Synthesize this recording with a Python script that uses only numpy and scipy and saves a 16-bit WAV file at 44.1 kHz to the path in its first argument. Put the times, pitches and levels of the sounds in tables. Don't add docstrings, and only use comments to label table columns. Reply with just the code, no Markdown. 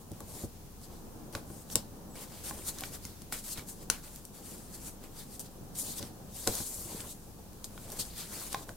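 import sys
import numpy as np
from scipy import signal
from scipy.fft import rfft, irfft, next_fast_len
from scipy.io import wavfile
from scipy.ndimage import uniform_filter1d, map_coordinates

SR = 44100
rng = np.random.default_rng(int(sys.argv[2]) if len(sys.argv) > 2 else 0)


def put_to_file(sound):
    columns = np.atleast_2d(sound).T
    safe = np.clip(columns, -1, 1)
    whole_steps = np.round(safe * 32767)
    wavfile.write(sys.argv[1], SR, whole_steps.astype(np.int16))


N = 386316

# lower hiss/dB, sheet flutter/dB, table drone/dB
STROKES = [(.01, 0.027, .01, .04, -60, -5, -7, -10), (0.207, .1, .02, 0.056, -65.5, -5, -7, 11.5),
           (0.284, 0.053, 0.067, .06, -51.5, -9, -10, -4), (0.369, .08, 0.08, 0.028, -48, -9.5, -8, -3),
           (.844, .05, .004, 0.037, -53.5, -1, -15, -17), (0.918, 0.09, 0.047, .11, -64, 0, -2, 10),
           (1.334, 0.015, .035, .07, -54, -2, 3.5, 7.5), (1.494, .07, 0.13, .03, -55.5, -17, -8, -5),
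           (1.728, 0.042, .005, 0.027, -40, -6, -13, -11.5), (1.758, .005, .003, 0.085, -48, 5, -7, 8),
           (2.16, 0.034, 0.034, .05, -57, -6, 4.5, 7.5), (2.225, 0.096, .01, 0.048, -49.5, -4, 2.8, -9),
           (2.324, 0.14, 0.065, 0.17, -56, -1, 0.8, -0.5), (2.443, 0.019, 0.06, 0.034, -42.5, -8, -4, -12),
           (2.533, .03, 0.045, 0.29, -49.5, -18, -2.5, -2.5),
           (2.688, 0.055, 0.0034, 0.034, -35, -5, -8.5, -12.5),
           (2.794, 0.15, 0.064, 0.14, -48.5, -2.5, -1, -5.5),
           (2.948, 0.052, .004, 0.039, -43, -5, -4.5, -12), (3.044, 0.048, 0.0092, .15, -53, 1.5, -9, -3),
           (3.22, .02, .003, 0.035, -59, -6, -11, 0), (3.328, 0.014, .004, 0.08, -38.5, -8.5, -0.5, -6.5),
           (3.388, .05, .004, 0.04, -45, -8, -3, -15), (3.444, .008, 0.046, .11, -45, -10, -7.5, -14),
           (3.521, 0.095, 0.012, 0.036, -38.5, -6.5, -27, -26),
           (3.58, 0.034, 0.0037, 0.068, -51, 4.5, 6.8, 6),
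           (3.688, 0.026, 0.0088, 0.065, -41.5, -13, -13, -25),
           (3.827, 0.12, .004, 0.052, -53.5, -5, -4, -12), (3.903, .005, .004, 0.12, -45, -3, 4, -7),
           (4.042, .04, 0.025, 0.19, -53, -5.5, -2.2, -10), (4.152, 0.05, .004, 0.13, -53, -7, -3, -15.5),
           (4.254, .03, .004, .06, -54, -14, -18, -9), (4.345, .03, 0.046, .11, -55.5, -6.5, -5, -9),
           (4.456, .05, 0.056, 0.34, -49.5, -7.5, -6, -14), (4.747, 0.061, .004, .06, -49, -6, -6, -19),
           (4.878, 0.18, .004, 0.072, -44.5, -12, -7.5, -8.5),
           (5.044, 0.061, .004, 0.048, -60.5, -11, 9, 2.2),
           (5.194, 0.085, .01, 0.078, -48.5, -1, -6.5, -24), (5.345, .11, .01, 0.056, -50, -5.5, -12, -13),
           (5.4, .005, 0.0067, .03, -39.5, -12, -19, -21), (5.447, 0.045, .015, 0.047, -56, 0, -16, -11),
           (5.753, .008, .02, .03, -45, -6.5, -11, -10), (5.788, 0.035, 0.034, 0.037, -36, -14.5, -23, -25),
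           (5.844, .03, .08, 0.071, -42.5, -4, -19.5, -20), (5.985, .06, .008, 0.014, -38.5, -4, -16, -23),
           (6.01, 0.039, 0.061, 0.056, -55, 4.5, -.8, 1), (6.364, .07, 0.097, .03, -45, -5, -17, -13),
           (6.47, 0.009, .004, 0.11, -37.5, -15, -4, 1), (6.553, 0.15, .004, 0.24, -37, -5, -9, -12.5),
           (6.66, .11, 0.14, .4, -42.5, -15, -19, -14), (6.9, 0.14, .11, 0.064, -48.5, -5.5, -2.5, -1),
           (7.04, .03, 0.036, 0.044, -52, -9, -2, 3.5), (7.097, .05, 0.026, .03, -46.5, -5.5, -13, -17),
           (7.644, 0.0045, .004, 0.037, -42.5, -13, -25, -13), (7.845, 0.29, 0.044, .11, -54, -7, -2.5, 0),
           (7.926, 0.053, .004, 0.073, -46, -6, -6, -5), (7.97, .05, .02, .02, -46.5, -5, -7, -6),
           (7.995, .012, 0.017, 0.041, -34.5, -2, -12, -24), (8.062, 0.055, .004, .15, -49, -2.5, -6, -12),
           (8.193, 0.08, 0.014, 0.13, -44, 0, -1.2, -20.5),
           (8.326, 0.096, .15, 0.065, -44.5, -4.5, -4.5, -8.5),
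           (8.53, 0.045, .004, 0.049, -43.5, 1.2, -6, -20), (8.565, 0.022, 0.066, .04, -54, -2, -4, 5.5),
           (8.686, 0.017, .004, 0.058, -52.5, -14, -11, 8.5)]
def stroke_gains():
    swing_db = 20
    t, power = np.arange(0, N + 64, 64) / SR, 0
    for start, rise, hold, fall, db, *relative_db in STROKES:
        before = (start - t) / max(rise, 1e-3)
        after = (t - start - abs(hold)) / max(fall, 1e-3)
        drop_db = swing_db * np.maximum(before, after).clip(0, 8)
        power = power + amp(db + np.array([0, *relative_db])[:, None] - drop_db) ** 2
    return [np.interp(np.arange(N) / SR, t, np.sqrt(row)) for row in power]


# f/Hz, level/dB
SKIN_HISS = [(2650, -37), (4500, -9), (7260, 1.5), (8780, 2.5), (13400, -1.5), (15100, -7.5), (15900, -14),
             (16200, -18), (16500, -57)]
LOWER_HISS = [(2500, -15), (3500, -5.5), (4500, -2), (6000, -6.5), (8000, -11.5)]
SHEET_FLUTTER = [(700, -8), (1200, -1), (2000, -3), (3300, -4.5), (5000, -6)]
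TABLE_DRONE = [(120, 3), (250, 1), (600, -0.5), (1100, -6.5), (1800, -41.5)]
# f/Hz, likeness (1 = the same)
PAPER_ALIKE = [(300, 1), (1400, 0.69), (3100, 0.62), (7000, 0.3), (15000, 0.029)]
def sliding():
    slips = amp(0.78 * wobble(700) + 0.8 * wobble(60))
    hiss = unit(slips * rush(SKIN_HISS, PAPER_ALIKE, patchy_db=1.4))
    lower = unit(slips * rush(LOWER_HISS, PAPER_ALIKE, patchy_db=3.0))
    flutter = unit(slips * rush(SHEET_FLUTTER, PAPER_ALIKE, patchy_db=2.5))
    drone = rush(TABLE_DRONE, PAPER_ALIKE, patchy_db=3.0)
    return sum(gain * layer for gain, layer in zip(stroke_gains(), (hiss, lower, flutter, drone)))


SCATTER_DB = 1.5
# f/Hz, level/dB, time to fade by 60 dB/s
SHEET_NOTES = [(534, -17, .04), (825, 4.5, 0.081), (1056, 4.5, 0.029), (1480, 11, 0.01), (1890, -4, 0.025),
               (2255, 0.5, 0.029), (2930, -2, 0.019)]
# t/s, crack level/dB, ring over crack before its lift/dB,
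# ring f/Hz, crack f/Hz, crack fade time/s
SNAPS = [(0.117, -37.5, -26, 1020, 10100, 0.0077), (0.205, -29.5, -13, 1020, 11200, 0.0087),
         (0.815, -45, -17, 966, 6190, 0.006), (1.327, -39, -19, 950, 11400, 0.0053),
         (1.351, -23, -6, 1430, 2630, 0.018), (1.5014, -46.5, -2, 1050, 10100, 0.006),
         (1.701, -32.5, -16, 1700, 5230, 0.006), (1.7557, -9, -22, 1550, 8000, 0.0085),
         (2.156, -41, -5, 2340, 6870, 0.0054), (2.481, -36, -25, 1570, 8430, 0.006),
         (2.497, -26, -24, 1340, 8450, 0.006), (2.51, -35.5, 2.5, 1150, 8560, 0.0066),
         (2.65, -41, -24, 2180, 11500, 0.006), (2.786, -30, -30, 950, 7590, 0.007),
         (2.808, -25.5, -26, 980, 8280, 0.0048), (2.821, -43, 3.5, 820, 3000, .006),
         (2.837, -24.5, -7.5, 2150, 2510, 0.0016), (3.052, -29, -15, 2410, 8300, 0.0067),
         (3.2195, -32.5, -25, 1060, 7100, 0.0063), (3.3236, -29, -12.5, 1180, 4130, 0.0093),
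         (3.325, -22.5, -8.5, 1830, 10700, 0.0098), (3.44, -37, -21, 1870, 8260, 0.006),
         (3.575, -30.5, -18, 2100, 4130, 0.0062), (3.594, -38, -0.5, 2410, 3500, 0.0053),
         (3.9003, -8.5, -15, 1560, 6200, 0.013), (4.16, -29, -34, 1300, 10200, 0.006),
         (4.252, -32.5, -29, 1050, 10300, 0.011), (5.039, -41.5, -11, 1110, 8110, 0.0073),
         (5.3951, -26, -35.5, 950, 10800, 0.0085), (5.995, -33, -11.5, 1070, 6450, 0.006),
         (6.027, -29.5, -15, 1850, 4100, 0.0096), (6.4738, -13.5, -11.5, 1430, 6060, 0.016),
         (6.553, -22, -22, 1240, 8170, 0.006), (6.604, -28.5, -11, 1010, 9750, 0.006),
         (7.005, -29, -24, 2300, 5000, 0.0048), (7.532, -42, -13, 1020, 8600, 0.006),
         (7.643, -24.5, -29, 1010, 6950, 0.011), (7.778, -40, -0.5, 1550, 3400, 0.008),
         (7.902, -31, -17, 1380, 8730, 0.0066), (7.9194, -29.5, -24, 1040, 12700, 0.016),
         (7.993, -29, -23, 2250, 8690, 0.006), (8.052, -37, -20, 1500, 5000, .006),
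         (8.4165, -41, -1.5, 1500, 9420, 0.006), (8.529, -24.5, -19, 1050, 7400, 0.0074),
         (8.5454, -26.5, 3, 1090, 4000, 0.014), (8.692, -37, 1.5, 1400, 3900, 0.0069)]
def snaps():
    ring_lift_db = 5.5
    out, t = np.zeros((2, N + SR)), np.arange(SR // 10) / SR
    for start, db, ring_db, ring_hz, crack_hz, crack_fade in SNAPS:
        common, left, right = rng.standard_normal((3, len(t)))
        decay = amp(-60 * t / max(crack_fade, 1e-3)) + 0.81 * amp(-60 * t / 0.00059)
        attack = 1 - np.exp(-t / 0.0001)
        burst = (common + 0.85 * np.array([left, right])) * decay * attack
        crack = filtered(burst, lambda hz: resonance(hz, crack_hz, 0.87 * crack_hz)
                         * resonance(hz, centre_hz=5160, width_hz=7900))
        ring = 0
        for hz, level, fade in SHEET_NOTES:
            note_db = level + rng.normal(0, SCATTER_DB) - 18 * abs(np.log2(hz / ring_hz))
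            note_hz = hz * (1 + rng.normal(0, 0.043))
            ring += amp(note_db - 60 * t / fade) * np.sin(2 * np.pi * note_hz * t)
        crack /= np.abs(crack.mean(0)).max()
        ring *= amp(ring_db + ring_lift_db) / np.abs(ring).max()
        out[:, round(start * SR):][:, :len(t)] += amp(db) * (crack + ring)
    return out[:, :N]


# f/Hz, level/dB, time to fade by 60 dB/s
TABLE_NOTES = [(108, 3.5, .12), (161, 5.5, 0.064), (220, 6, 0.054), (315.6, 4.5, 0.062), (469, -4.5, 0.12),
               (548.5, 0.5, 0.048), (730, -14, .05), (873, -18.5, 0.038)]
# t/s, peak level/dB, sharpness/dB per octave above 200 Hz
THUMPS = [(0.115, -32.5, -1.5), (0.205, -40.5, 2), (0.438, -28, -3), (1.351, -32, 4.5),
          (1.502, -38.5, -1.5), (1.753, -29, 2.5), (2.512, -38, -9), (3.055, -38.5, -12), (3.221, -39, -7),
          (3.804, -42, 0), (3.9, -37.5, -1), (5.612, -38, -11), (6.003, -37.5, 1), (6.026, -36.5, 0.5),
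          (6.472, -24.5, 8), (6.603, -32, -4), (7.994, -36, -7)]
def thumps():
    out, t = np.zeros(N + SR), np.arange(SR // 4) / SR
    for start, db, sharp_db in THUMPS:
        ring = 0
        for hz, level, fade in TABLE_NOTES:
            note_db = level + rng.normal(0, SCATTER_DB) + sharp_db * max(np.log2(hz / 200), 0)
            ring += amp(note_db - 60 * t / fade) * np.sin(2 * np.pi * hz * t)
        ring *= 1 - np.exp(-t / 0.0022)
        out[round(start * SR):][:len(t)] += amp(db) * ring / np.abs(ring).max()
    return out[:N]


# t/s, f/Hz, level/dB
WHISTLE = [(2.09, 7700, -80), (2.11, 7780, -68), (2.15, 8000, -67), (2.17, 7700, -80), (2.2, 7300, -59),
           (2.24, 7400, -59), (2.27, 7600, -80), (2.55, 8200, -80), (2.58, 8500, -58), (2.61, 8800, -57),
           (2.67, 8350, -57), (2.74, 7900, -59), (2.77, 7800, -80)]
def whistle():
    hz, db = curves(WHISTLE)
    t = np.arange(N) / SR
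    sounding = (t > WHISTLE[0][0]) & (t < WHISTLE[-1][0])
    gain = sounding * amp(db + 4.5 * wobble(74))
    return gain * tone(hz + 90 * wobble(300))


# f/Hz, time to fade by 60 dB/s
ECHO_FADES = [(200, 0.16), (1400, 0.26), (3700, 0.19), (9700, 0.11)]
def wall_echo(x):
    hz, t, noise = signal.stft(rng.standard_normal((2, SR // 2)), SR, nperseg=128)
    tail = signal.istft(noise * amp(-60 * t / along(ECHO_FADES, hz)[:, None]), SR, nperseg=128)[1]
    delayed = np.pad(x, ((0, 0), (90, 0)))
    return signal.fftconvolve(delayed, tail / np.linalg.norm(tail[0]), axes=1)[:, :N]


# f/Hz, level/dB
RUMBLE = [(65, -28), (110, -3), (204, -1), (287, -7), (319, -5), (350, -9), (398, -9), (427, -9),
          (572, -12), (628, -16), (758, -13), (1800, -28.5), (2340, -62), (3960, -120)]
FLEX_TONE = [(30, -31), (52, 8), (70, -2), (100, 3), (140, -27.5)]
MIC_HISS = [(1410, -39), (2400, -11), (6790, -2.5), (7020, -4.5), (9530, -4), (15200, -3.5), (16100, -8),
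            (16500, -19)]
# t/s, level/dB
FLEX_LEVELS = [(0.0, -63), (0.14, -52.5), (0.17, -52), (0.49, -53.5), (0.61, -54.5), (1.68, -55.5),
               (1.76, -52), (1.8, -54), (2.34, -59), (2.41, -46.5), (2.93, -57.5), (3.05, -49),
               (3.56, -57.5), (6.42, -54.5), (6.46, -56), (6.66, -56), (8.71, -53), (8.76, -57)]
# f/Hz, likeness (1 = the same)
ROOM_ALIKE = [(30, 0.83), (130, 0.8), (640, 0.53), (1400, 0.16), (3000, 0.037)]
def quiet_room():
    rumble_db, throb_db, hiss_db, throb_hz = -52.5, -54.5, -60, 24
    rumble = amp(rumble_db + 2.2 * wobble(2.896)) * rush(RUMBLE, ROOM_ALIKE, patchy_db=0.93)
    throb = amp(throb_db + 3.2 * wobble(5)) * tone(throb_hz + wobble(4.2))
    flex = amp(curves(FLEX_LEVELS)[0]) * rush(FLEX_TONE, ROOM_ALIKE, patchy_db=1.0)
    hiss = amp(hiss_db) * rush(MIC_HISS, alike=[(5000, 0.016)], patchy_db=0.2)
    return rumble + throb + flex + hiss


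def amp(db):
    return 10 ** (np.asarray(db) / 20)


def unit(x):
    return x / np.sqrt(np.mean(x ** 2) + 1e-20)


def along(points, hz):
    freqs, values = np.transpose(points)
    return np.interp(np.log(hz + 1), np.log(freqs + 1), values)


def curves(rows):
    times, *columns = np.transpose(rows)
    return [np.interp(np.arange(N) / SR, times, column) for column in columns]


def wobble(rate):
    return map_coordinates(rng.standard_normal(int(N * rate / SR) + 4), [np.arange(N) * rate / SR])


def tone(hz):
    return np.sin(2 * np.pi * np.cumsum(hz) / SR)


def filtered(x, response):
    size = next_fast_len(x.shape[-1] + 8192)
    return irfft(rfft(x, size) * response(np.fft.rfftfreq(size, 1 / SR)), size)[..., :x.shape[-1]]


def resonance(hz, centre_hz, width_hz):
    return 1j * hz * width_hz / (centre_hz ** 2 - hz ** 2 + 1j * hz * width_hz)


def rush(spectrum, alike, patchy_db):
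    noise = signal.stft(rng.standard_normal((2, N)), nperseg=256)[2]
    patches = uniform_filter1d(uniform_filter1d(rng.standard_normal(noise.shape[1:]), 5, 0), 10, 1)
    pair = signal.istft(noise * amp(patchy_db * unit(patches)), nperseg=256)[1][:, :N]

    def shape(hz):
        angle = np.arccos(np.clip(along(alike, hz), -1, 1)) / 2
        return amp(along(spectrum, hz)) * [np.cos(angle), np.sin(angle)]
    mid, side = filtered(pair, shape)
    return unit(np.array([mid + side, mid - side]))


# f/Hz, level over the right/dB
LEFT_LEAN = [(500, 1), (2500, 0), (5000, 0.5), (8500, 4), (13000, 2.5)]
def scene():
    hits = snaps() + thumps()
    near = hits + amp(-10.5) * wall_echo(hits) + sliding() + whistle()
    near = filtered(near, lambda hz: amp(along(LEFT_LEAN, hz) * [[.5], [-.5]]))
    return near + quiet_room() * amp([[.4], [-.4]])


def record(dry):
    top_hz = 15850
    return filtered(dry, lambda hz: hz < top_hz)


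dry = scene()
out = record(dry)
put_to_file(out)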